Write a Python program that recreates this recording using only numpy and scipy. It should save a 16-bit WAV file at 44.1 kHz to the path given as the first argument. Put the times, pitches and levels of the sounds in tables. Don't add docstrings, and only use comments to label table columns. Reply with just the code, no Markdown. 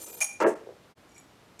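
import sys
import numpy as np
from scipy import signal
from scipy.fft import rfft, irfft, next_fast_len
from scipy.io import wavfile
from scipy.ndimage import uniform_filter1d, map_coordinates

SR = 44100
rng = np.random.default_rng(int(sys.argv[2]) if len(sys.argv) > 2 else 0)


def decibels_to_gain(level_db):
    exponent = np.asarray(level_db, float) / 20
    return 10 ** exponent


def digitize_waveform(pressure):
    field = np.atleast_2d(pressure).T
    bounded = np.clip(field, -1, 1)
    quanta = np.round(bounded * 32767).astype(np.int16)
    wavfile.write(sys.argv[1], SR, quanta)


N = 70560
TIME = np.arange(N) / SR

BOARD_HZ = [150, 220, 345, 428, 550, 645, 790, 937, 1130, 1340, 1650, 2150, 2730]
# [width/Hz, level/dB, loudest at t/s]
BOARD = [(41, -20.5, 0.44), (25, -9, 0.515), (48.7, -3.5, 0.4284), (30, -1, 0.461), (40, -2, 0.423),
         (41, -7.5, 0.47), (80, -12, 0.48), (51.7, -4, 0.406), (120, -13, 0.438), (120, -12, 0.409),
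         (199, -17, 0.468), (300, -23.5, 0.441), (122, -25, 0.429)]
BEADS_PER_S = 3000


def unit(x):
    return x / np.sqrt(np.mean(x ** 2) + 1e-20)


def along(points, hz):
    f, value = np.transpose(points)
    return np.interp(np.log(hz + 1), np.log(f + 1), value)


def level(rows):
    s, db = np.transpose(rows)
    return decibels_to_gain(np.interp(TIME, s, db, left=-200, right=-200))


def filtered(x, response):
    size = next_fast_len(len(x) + 8192)
    spectrum = rfft(x, size) * response(np.fft.rfftfreq(size, 1 / SR))
    return irfft(spectrum, size)[:len(x)]


def colour(points):
    return lambda hz: decibels_to_gain(along(points, hz))


def body(peaks):
    def response(f):
        total = 0
        for k, (centre, width, db) in enumerate(peaks):
            damping = 1j * f * width
            total = total + (-1) ** k * decibels_to_gain(db) * damping / (centre * centre - f * f + damping)
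        return total
    return response


def low_cut(hz, order):
    return lambda f: (1j * f / (hz + 1j * f)) ** order


def contacts(per_s):
    chance, size, side = rng.random((3, N))
    scatter_db = 3
    strength = decibels_to_gain(-scatter_db * np.log(size + 0.0027))
    return (chance < per_s / SR) * strength * np.sign(side - .5)


def blows(rows):
    out = np.zeros(N)
    for s, db in rows:
        out[round(s * SR)] = decibels_to_gain(db)
    return out


def wobble(rate, n):
    knots = rng.standard_normal(int(n * rate / SR) + 4)
    return map_coordinates(knots, [np.arange(n) * rate / SR])


def stream():
    # [t/s, level/dB]
    flow = [(0.0, -50), (0.012, -45.5), (0.12, -47.5), (0.156, -47), (0.192, -48), (0.2, -51.5)]
    link_hz = [2420, 6220, 7160, 7770, 8940, 9230, 11000, 12740, 14300]
    # [width/Hz, level/dB, loudest at t/s]
    links = [(29.8, -7.5, 0.11), (35, -4, 0.071), (60, 0, 0.019), (40, -3, 0.1), (60, 2.5, 0.041),
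             (37.5, -11, 0.095), (45.3, -9, 0.033), (25, 2.5, 0.13), (40, -18.5, 0.017)]
    # [f/Hz, level per Hz/dB]
    rattle_tone = [(150, -23), (250, -2.5), (414, 3), (955, -6.5), (1180, -31), (2440, -12), (2810, -9.5),
                   (12800, -4.5), (16000, -22)]
    swell_s, swell_db = 0.034, 7
    rattle_db, patter_db, patter_per_s = -3, -9, 780
    ring = 0
    for hz, (width, db, s) in zip(link_hz, links):
        swell = swell_db * np.exp(-((TIME - s) / swell_s) ** 2)
        tone = unit(filtered(contacts(BEADS_PER_S), body([(hz, width, 0)])))
        ring = ring + tone * decibels_to_gain(db - 11 + swell)
    rattle = unit(filtered(contacts(BEADS_PER_S * 4), colour(rattle_tone)))
    floor = body([(hz, width, db) for hz, (width, db, _) in zip(BOARD_HZ, BOARD)])
    patter = unit(filtered(contacts(patter_per_s), floor))
    return level(flow) * (ring + decibels_to_gain(rattle_db) * rattle + decibels_to_gain(patter_db) * patter)


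def mug(taps, modes, modes_db, crack_db, crack_s):
    # [f/Hz, level/dB]
    crack_tone = [(300, -65), (700, -13.5), (2200, -8.5), (4000, -16), (7000, 0.5), (11000, -11),
                  (13000, -13), (16000, -37)]
    low_modes_hz, mode_scatter_db = 3000, 3
    rough_per_hz, rough_db, rise_s = .035, 5, .002
    out, t = np.zeros(N + SR), np.arange(SR // 3) / SR
    for s, db, low_db in taps:
        luck = rng.standard_normal((len(modes), 2))
        ring = 0
        for (hz, t60), mode_db, (a, b) in zip(modes, modes_db, luck):
            start_db = mode_db + low_db * (hz < low_modes_hz) + mode_scatter_db * a
            rough = rough_db * wobble(rough_per_hz * hz, len(t)) * hz / 6400.0
            drift = wobble(rough_per_hz * hz / 2, len(t)) * hz / 14000.0
            wave = np.sin(2 * np.pi * hz * t + 2 * b + drift)
            ring = ring + decibels_to_gain(start_db - 60 * t / t60 + rough) * wave
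        crack = unit(filtered(rng.standard_normal(len(t)), colour(crack_tone)))
        crack = crack * decibels_to_gain(crack_db - 60 * t / crack_s)
        out[round(s * SR):][:len(t)] += decibels_to_gain(db - 10) * (ring * (1 - np.exp(-t / rise_s)) + crack)
    return out[:N]


def whipped_mug():
    # [t/s, level/dB, extra level of low tones/dB]
    whips = [
        (.2045, -26.5, -6.5),
        (.2105, -25, 9.5),
        (.2155, -22.5, 3),
        (.2225, -22, -16),
        (.229, -26.5, 3),
        (.242, -27, -3),
        (.2525, -42, 1),
        (.27, -55, 0),
        (.293, -41.5, 13.5),
        (.33, -45, 1),
    ]
    # [f/Hz, time to fade by 60 dB/s]
    wall = [(630, .1), (790, .2), (860, .12), (2376, .14), (2417, .22), (5700, .13), (6480, .11),
            (6680, .13), (6770, .2), (7208, .12), (8807, .12), (9250, .13), (10930, .09), (14320, .12)]
    wall_db = [-16, -13, -19.5, 0.5, -2, -6, -0.5, 0, -5, -22, -8.5, -7.5, -6.5, -25]
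    return mug(whips, wall, wall_db, crack_db=5, crack_s=0.056)


def heap():
    # [t/s, level/dB]
    landing = [(.4015, -66), (.403, -27.5), (.414, -18.5), (.435, -18), (.45, -14), (.49, -19), (.51, -25),
               (.53, -33.5), (.56, -91)]
    # [t/s, level/dB]
    first = [(.4023, -23), (.408, -22), (.4125, -21), (.444, -20), (.452, -20)]
    # [t/s, level/dB]
    bounce = [(.664, -52), (.671, -38), (.69, -38.5), (.696, -43), (.706, -43), (.723, -46), (.737, -50),
              (.755, -67), (.767, -53.5)]
    # [t/s, level/dB]
    scatter = [(.402, -41.5), (.43, -47), (.44, -67)]
    # [t/s, level/dB]
    settle = [(.44, -79), (.465, -48), (.482, -36.5), (.5, -42.5), (.53, -54.5), (.58, -64)]
    # [f/Hz, level per Hz/dB]
    bare_tone = [(1470, -31), (2500, -8), (4240, -10.5), (4510, -8), (7830, -9.5), (16000, -56)]
    # [f/Hz, level per Hz/dB]
    bead_tone = [(1470, 8), (2500, 3.5), (4760, -28.5), (5390, -4.5), (8140, -1), (16000, -25.5)]
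    spread_s, spread_db = .03, 5
    bright_db_per_s, bounce_hz, click_db = -120, 670, -22

    force = level(landing) * unit(contacts(2500)) + decibels_to_gain(21.5) * blows(first)
    drum = 0
    for k, (hz, (width, db, s)) in enumerate(zip(BOARD_HZ, BOARD)):
        swell = decibels_to_gain(spread_db * np.exp(-((TIME - s) / spread_s) ** 2))
        drum = drum + (-1) ** k * filtered(force * swell, body([(hz, width, db)]))
    dull = filtered(drum, lambda f: 1 / (1 + 1j * f / 800) ** 2)
    bright = np.minimum(1, decibels_to_gain(bright_db_per_s * (TIME - landing[0][0])))
    drum = dull + bright * (drum - dull)

    def end_response(f):
        knock = body([(470, 200, 0), (340, 60, -4)])(f) * body([(480, 500, 0)])(f)
        return knock / (1 + 1j * f / bounce_hz) ** 2

    end = filtered(blows(bounce), end_response)
    spray = 0
    for rows, tone in [(scatter, bare_tone), (settle, bead_tone)]:
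        spray = spray + level(rows) * unit(filtered(contacts(BEADS_PER_S * 4), colour(tone)))
    click = decibels_to_gain(click_db) * filtered(blows(first), body([(5000, 3700, 0.007)]))
    thud = filtered(decibels_to_gain(19.5) * drum + decibels_to_gain(48.5) * end, low_cut(120, 4))
    return thud + filtered(spray + click, low_cut(1500, 2))


def stirred_mug():
    # [t/s, level/dB, extra level of low tones/dB]
    stirs = [
        (1.092, -52, -8),
        (1.1165, -52, 1),
        (1.145, -47, -8),
        (1.16, -46, 3.5),
        (1.166, -47, 12),
        (1.18, -37, -7),
        (1.198, -56, -2),
        (1.5918, -37.5, -7),
        (1.5935, -36, 3),
    ]
    # [f/Hz, time to fade by 60 dB/s]
    wall = [(2290, .09), (2335, .07), (5722, .06), (6760, .06), (6842, .16), (7400, .04), (7908, .04),
            (11100, .06)]
    wall_db = [0, -6, -1, -9, -8, -9, -11, -13]
    return mug(stirs, wall, wall_db, crack_db=-3, crack_s=.02)


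def room(x):
    # [f/Hz, time to fade by 60 dB/s]
    fading = [(200, 0.36), (1000, 0.38), (4000, 0.53), (12000, 0.27)]
    hz, t, z = signal.stft(rng.standard_normal(SR // 2), SR, nperseg=256)
    decay = decibels_to_gain(-60 * t / along(fading, hz)[:, None])
    tail = signal.istft(z * decay, SR, nperseg=256)[1]
    return signal.fftconvolve(np.pad(x, (250, 0)), tail / np.linalg.norm(tail))[:N]


def hiss():
    # [f/Hz, level per Hz/dB]
    hiss_tone = [(15, -50), (40, -14.5), (100, -3.5), (160, -5.5), (260, -5), (700, -9), (4400, -22),
                 (13800, -34), (16400, -53)]
    return decibels_to_gain(-57.5) * unit(filtered(rng.standard_normal(N), colour(hiss_tone)))


def scene():
    bright = stream() + whipped_mug() + stirred_mug()
    thud = heap()
    echo = decibels_to_gain(-11) * room(bright) + decibels_to_gain(-11.5) * room(thud)
    return (bright + thud + echo + hiss())[None]


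def starve(x):
    # [middle t/s, length/s]
    moments = [(.0545, .01), (.12, .012), (.163, .01), (.4505, .024), (.548, .008)]
    kept_db = [-10, -10, -10, -38, -18]
    loss_db = [-20, -13, -16, -60, -22]
    soft_db, edge_s = 2, .005
    hz, t, z = signal.stft(x, SR, nperseg=384, noverlap=320)
    power = uniform_filter1d(np.abs(z) ** 2, size=3, axis=0)
    power = uniform_filter1d(power, size=7, axis=1)
    band_db = 10 * np.log10(np.abs(power) + 1e-18)
    under = band_db - band_db.max(0)
    cut_db = 0
    for (s, span), keep_db, db in zip(moments, kept_db, loss_db):
        gate = np.clip((span / 2 - np.abs(t - s)) / edge_s + .5, 0, 1)
        weak = 1 / (1 + np.exp(np.clip((under - keep_db) / soft_db, -30, 30)))
        cut_db = cut_db + db * gate * weak
    return signal.istft(z * decibels_to_gain(cut_db), SR, nperseg=384, noverlap=320)[1][:N]


def top_cut(x):
    return signal.sosfilt(signal.butter(12, 16510, fs=SR, output="sos"), x)


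def record(dry):
    dip_s, gap_s, fade_s = .9475, 0.0021, 0.031
    fade = np.clip((np.abs(TIME - dip_s) - gap_s) / fade_s, 0, 1) ** 1.86
    return top_cut((starve(dry[0]) * fade)[None])


dry = scene()
out = record(dry)
digitize_waveform(out)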